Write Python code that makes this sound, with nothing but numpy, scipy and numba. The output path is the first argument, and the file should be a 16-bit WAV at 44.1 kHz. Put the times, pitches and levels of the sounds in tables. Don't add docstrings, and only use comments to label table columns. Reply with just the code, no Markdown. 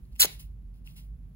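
import sys
import numpy as np
from scipy import signal
from scipy.fft import rfft, irfft
from scipy.io import wavfile
from scipy.ndimage import uniform_filter1d
from numba import njit

SR = 44100
rng = np.random.default_rng(int(sys.argv[2]) if len(sys.argv) > 2 else 0)


def inscribe(sig):
    pcm = np.round(np.clip(np.atleast_2d(sig).T, -1, 1) * 32767)
    wavfile.write(sys.argv[1], SR, pcm.astype(np.int16))


def linear_from_db(decibels):
    return 10 ** (np.asarray(decibels, float) / 20)


N = 59535
T = np.arange(N) / SR
HZ = np.fft.rfftfreq(N, 1 / SR)

# [f/Hz, level/dB]
RUMBLE_COLOUR = [(20, -19.5), (35, -15), (65, 2), (85, -5), (160, -7.5), (250, -19.5), (320, -31.5),
                 (800, -53.5)]
# [f/Hz, level/dB]
HISS_COLOUR = [(300, 8), (800, -9), (2500, -9.5), (5000, -16), (7300, -16), (9500, -12.5), (11400, -10),
               (16000, -13)]
# [f/Hz, width/Hz, level/dB]
DUCT_RESONANCES = [
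    (144.1, 3.7, -59),
    (11340, 250, -97.5),
]
# [t/s, level/dB]
AIR_FLOW = [(0.0, -75), (0.03, -39), (0.108, -68), (0.124, -41.5), (0.25, -50.5), (0.274, -62),
            (0.378, -41), (0.412, -59), (0.442, -41), (0.654, -45.5), (0.68, -41), (0.808, -49.5),
            (0.852, -41), (0.906, -52.5), (1.124, -39), (1.172, -50.5), (1.21, -43.5), (1.35, -50)]

# [f/Hz, phase ahead/rad, level/dB]
PORTS_TEAR = [(700, .1, -1), (1500, .6, 5), (2550, 3.1, -.5), (3550, 3.2, 0), (4300, 5.6, -3),
              (5400, 3.2, -5), (6800, 6.1, 0), (16000, -6.7, 0)]
# [f/Hz, phase ahead/rad, level/dB]
PORTS_ASIDE = [(600, 0, -1), (1300, 2.4, 4), (3700, 2.6, -1), (4300, 1.8, -3), (5900, 2.4, -6),
               (6900, 5.2, -2), (8500, 3.14, 0), (16000, -6.4, 0)]

# [t/s, length/s, level/dB, brightness/dB per octave]
FINGER_RUBS = [(0.04, 0.0037, -97, -7), (0.12, 0.0097, -71, -2), (0.156, 0.0047, -64.5, -17),
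               (0.275, 0.064, -52, -2.5), (0.397, 0.0067, -50, 0), (0.446, 0.037, -93, -1),
               (.74, 0.044, -75.5, -2.5), (0.847, 0.021, -70.5, -5.9), (.862, 0.031, -61, -5.3),
               (0.909, .05, -71.5, 0.9), (0.965, 0.019, -55.5, -1.6), (1.002, 0.017, -75, -2.7),
               (1.035, 0.026, -76, 12)]
# [f/Hz, level/dB]
RUB_COLOUR = [(500, -30), (1100, -13.5), (2500, -3.5), (4500, -4), (7000, -10), (8800, -4), (11000, -4),
              (15700, -1)]
# [t/s, level/dB, f/Hz, ring/s]
TICKS = [
    (.0535, -64.5, 4500, .003),
    (.1285, -62.5, 4500, .004),
    (.1562, -50.5, 2600, .002),
    (.1562, -55.5, 8500, .001),
    (.1611, -50, 14500, .001),
    (.1612, -52, 8000, .001),
    (.8745, -39.5, 2700, .003),
    (.9925, -51, 2500, .003),
]
# [t/s, level/dB, f/Hz, ring/s]
PARTING_THREAD = [
    (.1621, -47, 14000, .0012),
    (.1621, -49, 8000, .001),
    (.1622, -53, 5200, .001),
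    (.1623, -47, 2700, .0018),
]

THREAD_SPLITS = (3000, 7100, 8900)
# [f/Hz, level/dB]
THREAD_COLOUR = [(250, -29), (1200, -16.5), (2200, -0.5), (4000, -3.5), (5600, 0), (8500, -1), (11500, 1),
                 (15800, 0.5)]
# [t/s, level/dB]
RIP_FORCE = [
    (0.177, -73.5),
    (0.191, -53.5),
    (0.1967, -28.5),
    (0.199, -21),
    (0.21, -20.5),
    (.23, -18),
    (0.247, -27.5),
    (.256, -27),
    (0.262, -42),
]
# [t/s, level/dB, f/Hz, ring/s]
BUNDLE_SNAPS = [
    (.2015, -14.5, 12200, 0.0078),
    (.2119, -16, 4576, 0.0018),
    (.2208, -7.5, 8760, .002),
    (.2275, -11, 4030, .004),
    (.2287, -19.5, 3600, .004),
    (.2295, -16.5, 2261, 0.0028),
    (.2372, -19, 4240, .003),
    (.2535, -20.5, 7066, 0.0013),
]
# [t/s, level/dB, f/Hz, ring/s]
BRIGHT_SNAPS = [
    (.2053, -6.5, 9200, .0016),
    (.2064, -4, 8700, .0016),
    (.2074, -10, 8000, .0016),
    (.2086, -7.5, 7400, .0022),
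    (.2192, -7, 3900, .002),
    (.229, -16, 13500, .0015),
    (.2315, -14, 9800, .0015),
    (.246, -18, 9500, .002),
]
# [t/s, level/dB, f/Hz, ring/s]
FLAP_SLAP = [
    (.236, -37.5, 504, 0.011),
    (.2466, -27, 1301, 0.0038),
    (.2482, -26, 613.8, 0.0047),
    (.2495, -27.5, 397.5, 0.0076),
    (.256, -36.5, 600, 0.013),
]


def level(x, db):
    return x * linear_from_db(db) / np.sqrt(np.mean(x ** 2))


def colour(x, table, tilt_db=0.):
    hz, db = np.array(table, float).T
    octave = np.log2(np.maximum(HZ, 1))
    gain_db = np.interp(octave, np.log2(hz), db, left=-90, right=-90)
    gain_db = gain_db + tilt_db * (octave - np.log2(5000))
    return level(irfft(rfft(x) * linear_from_db(gain_db), N), 0)


@njit
def resonator(x, hz, q):
    out, band, low = np.empty(len(x)), 0., 0.
    for i in range(len(x)):
        g = np.tan(np.pi * hz[i] / SR)
        v = (band + g * (x[i] - low)) / (1 + g * (g + 1 / q))
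        band, low = 2 * v - band, low + 2 * g * v
        out[i] = v / q
    return out


def rings(table):
    out = np.zeros(N)
    for (start_s, db, hz, ring_s), phase in zip(table, rng.random(len(table))):
        since = T - start_s
        age = np.clip(1 + since / ring_s * np.log(1000), 0, None)
        swell = np.e * age * np.exp(-age)
        cycles = hz * since * (1 - .006 * age) + phase
        out += linear_from_db(db) * swell * np.sin(2 * np.pi * cycles)
    return out


def clicks(per_s, scatter_db):
    hit = rng.random(N) < per_s / SR
    size = linear_from_db(scatter_db * np.minimum(rng.exponential(size=N), 4))
    return hit * rng.choice([-1, 1], N) * size


def crackle(per_s, scatter_db):
    parts = [rfft(clicks(per_s, scatter_db)) for _ in range(len(THREAD_SPLITS) + 1)]
    return irfft(np.choose(np.searchsorted(THREAD_SPLITS, HZ), parts), N)


def ports(x, table):
    hz, rad, db = np.array(table, float).T
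    gap = np.interp(HZ, hz, rad)
    gap = gap - .42 * np.sin(2 * gap)
    turn = np.exp(.5j * gap) * linear_from_db(np.interp(HZ, hz, db) / 2)
    return np.array([irfft(rfft(x) * turn, N), irfft(rfft(x) / turn, N)])


def diffuse(common, left, right):
    loose = linear_from_db(-1.5) / np.sqrt(1 + (HZ / 6300) ** 20)
    shared = irfft(rfft(common) * np.sqrt(np.clip(1 - loose ** 2, 0, 1)), N)
    unrelated = irfft(rfft(np.array([left, right])) * loose, N)
    return ports(shared, PORTS_ASIDE) + unrelated


def duct():
    pitch_hz, wander, wander_per_s = 49.4, .07, 17
    hold = int(SR / wander_per_s)
    steps = np.repeat(rng.standard_normal(N // 1000 + 1), hold)[:N]
    walk = uniform_filter1d(steps, hold)
    s, db = np.array(AIR_FLOW).T
    cycles = np.cumsum(pitch_hz * (1 + wander * walk)) / SR
    return linear_from_db(np.interp(T, s, db) + 4.5) * np.sin(2 * np.pi * cycles)


def ventilation():
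    rumble_db, side_db, left_db, hiss_db = -41.5, -22.5, -2.2, -79.5
    mid = colour(rng.standard_normal(N), RUMBLE_COLOUR) * linear_from_db(rumble_db - 8.5) + duct()
    for hz, width_hz, db in DUCT_RESONANCES:
        tone = resonator(rng.standard_normal(N), np.full(N, 1. * hz), hz / width_hz)
        mid = mid + level(tone, db)

    side = colour(rng.standard_normal(N), RUMBLE_COLOUR)
    tilt_db = np.clip(3.5 * np.log2(np.maximum(HZ, 1) / 60), -4, 22)
    side = irfft(rfft(side) * linear_from_db(tilt_db), N) * linear_from_db(rumble_db + side_db)
    low = np.array([linear_from_db(left_db) * (mid + side), mid - side])

    hiss = diffuse(*(colour(rng.standard_normal(N), HISS_COLOUR) for _ in range(3)))
    swell_db = 10 * (T - 0.87) ** 2
    return low + hiss * linear_from_db(hiss_db + swell_db)


def room(x):
    t60_s, treble_t60_s, build_up_s, echo_db = 0.29, 0.073, 0.0053, -17
    age = T[:SR // 2]
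    lowpass = signal.butter(1, 4000, fs=SR, output="sos")
    echoes = []
    for _ in range(3):
        noise = rng.standard_normal(len(age))
        low = signal.sosfilt(lowpass, noise)
        tail = low * linear_from_db(-60 * age / t60_s) + (noise - low) * linear_from_db(-60 * age / treble_t60_s)
        tail = tail * np.clip(age / build_up_s, 0, 1)
        echoes.append(signal.fftconvolve(x, tail / np.sqrt(np.sum(tail ** 2)))[:N])
    return linear_from_db(echo_db) * diffuse(*echoes)


def fingers():
    rise_s, fall_s = 0.0032, 0.024
    out = rings(TICKS) + rings(PARTING_THREAD)
    grains = crackle(per_s=9000, scatter_db=4.5)
    for start_s, length_s, db, tilt_db in FINGER_RUBS:
        rise = np.minimum((T - start_s) / rise_s, 0)
        fall = np.maximum((T - start_s - length_s) / fall_s, 0)
        brush = colour(grains, RUB_COLOUR, np.clip(tilt_db, -2.5, 4))
        out = out + linear_from_db(db) * np.exp(rise - fall) * brush
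    return out


def flap(threads):
    start_s, start_hz, halves_s = .205, 9200, 0.016
    hz = np.clip(start_hz * 2 ** (-(T - start_s) / halves_s), 350, 15000)
    ring = resonator(threads, hz, 0.83)
    return ring / np.sqrt(uniform_filter1d(ring ** 2, size=800) + 1e-12)


def rip():
    threads = crackle(per_s=6600, scatter_db=2)
    s, db = np.array(RIP_FORCE).T
    force = linear_from_db(np.interp(T, s, db, left=-140, right=-140))
    tearing = force * (colour(threads, THREAD_COLOUR) + linear_from_db(-15.5) * flap(threads))
    return tearing + rings(BUNDLE_SNAPS) + rings(BRIGHT_SNAPS) + rings(FLAP_SLAP)


def scene():
    tear, hands = rip(), fingers()
    near = tear + hands
    direct = ports(tear, PORTS_TEAR) + ports(hands, PORTS_ASIDE)

    scatter = np.diff(uniform_filter1d(rng.standard_normal((2, 100)), size=7))
    scatter = level(scatter, -29)
    direct = direct + signal.fftconvolve(near[None], scatter, axes=1)[:, :N]

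    duck_db, duck_at_s, back_s = -2, 0.15, .1
    recovery = np.exp(-np.maximum(T - duck_at_s, 0) / back_s)
    duck = uniform_filter1d(linear_from_db(duck_db * (T > duck_at_s) * recovery), size=400)
    return direct + room(near) + duck * ventilation()


def band_limit(x):
    return signal.sosfilt(signal.butter(12, 16810, fs=SR, output="sos"), x)


def record(dry):
    top_cut = signal.ellip(8, .2, 60, 16000, fs=SR, output="sos")
    mix = signal.sosfilt(top_cut, dry)
    return band_limit(mix)


dry = scene()
out = record(dry)
inscribe(out)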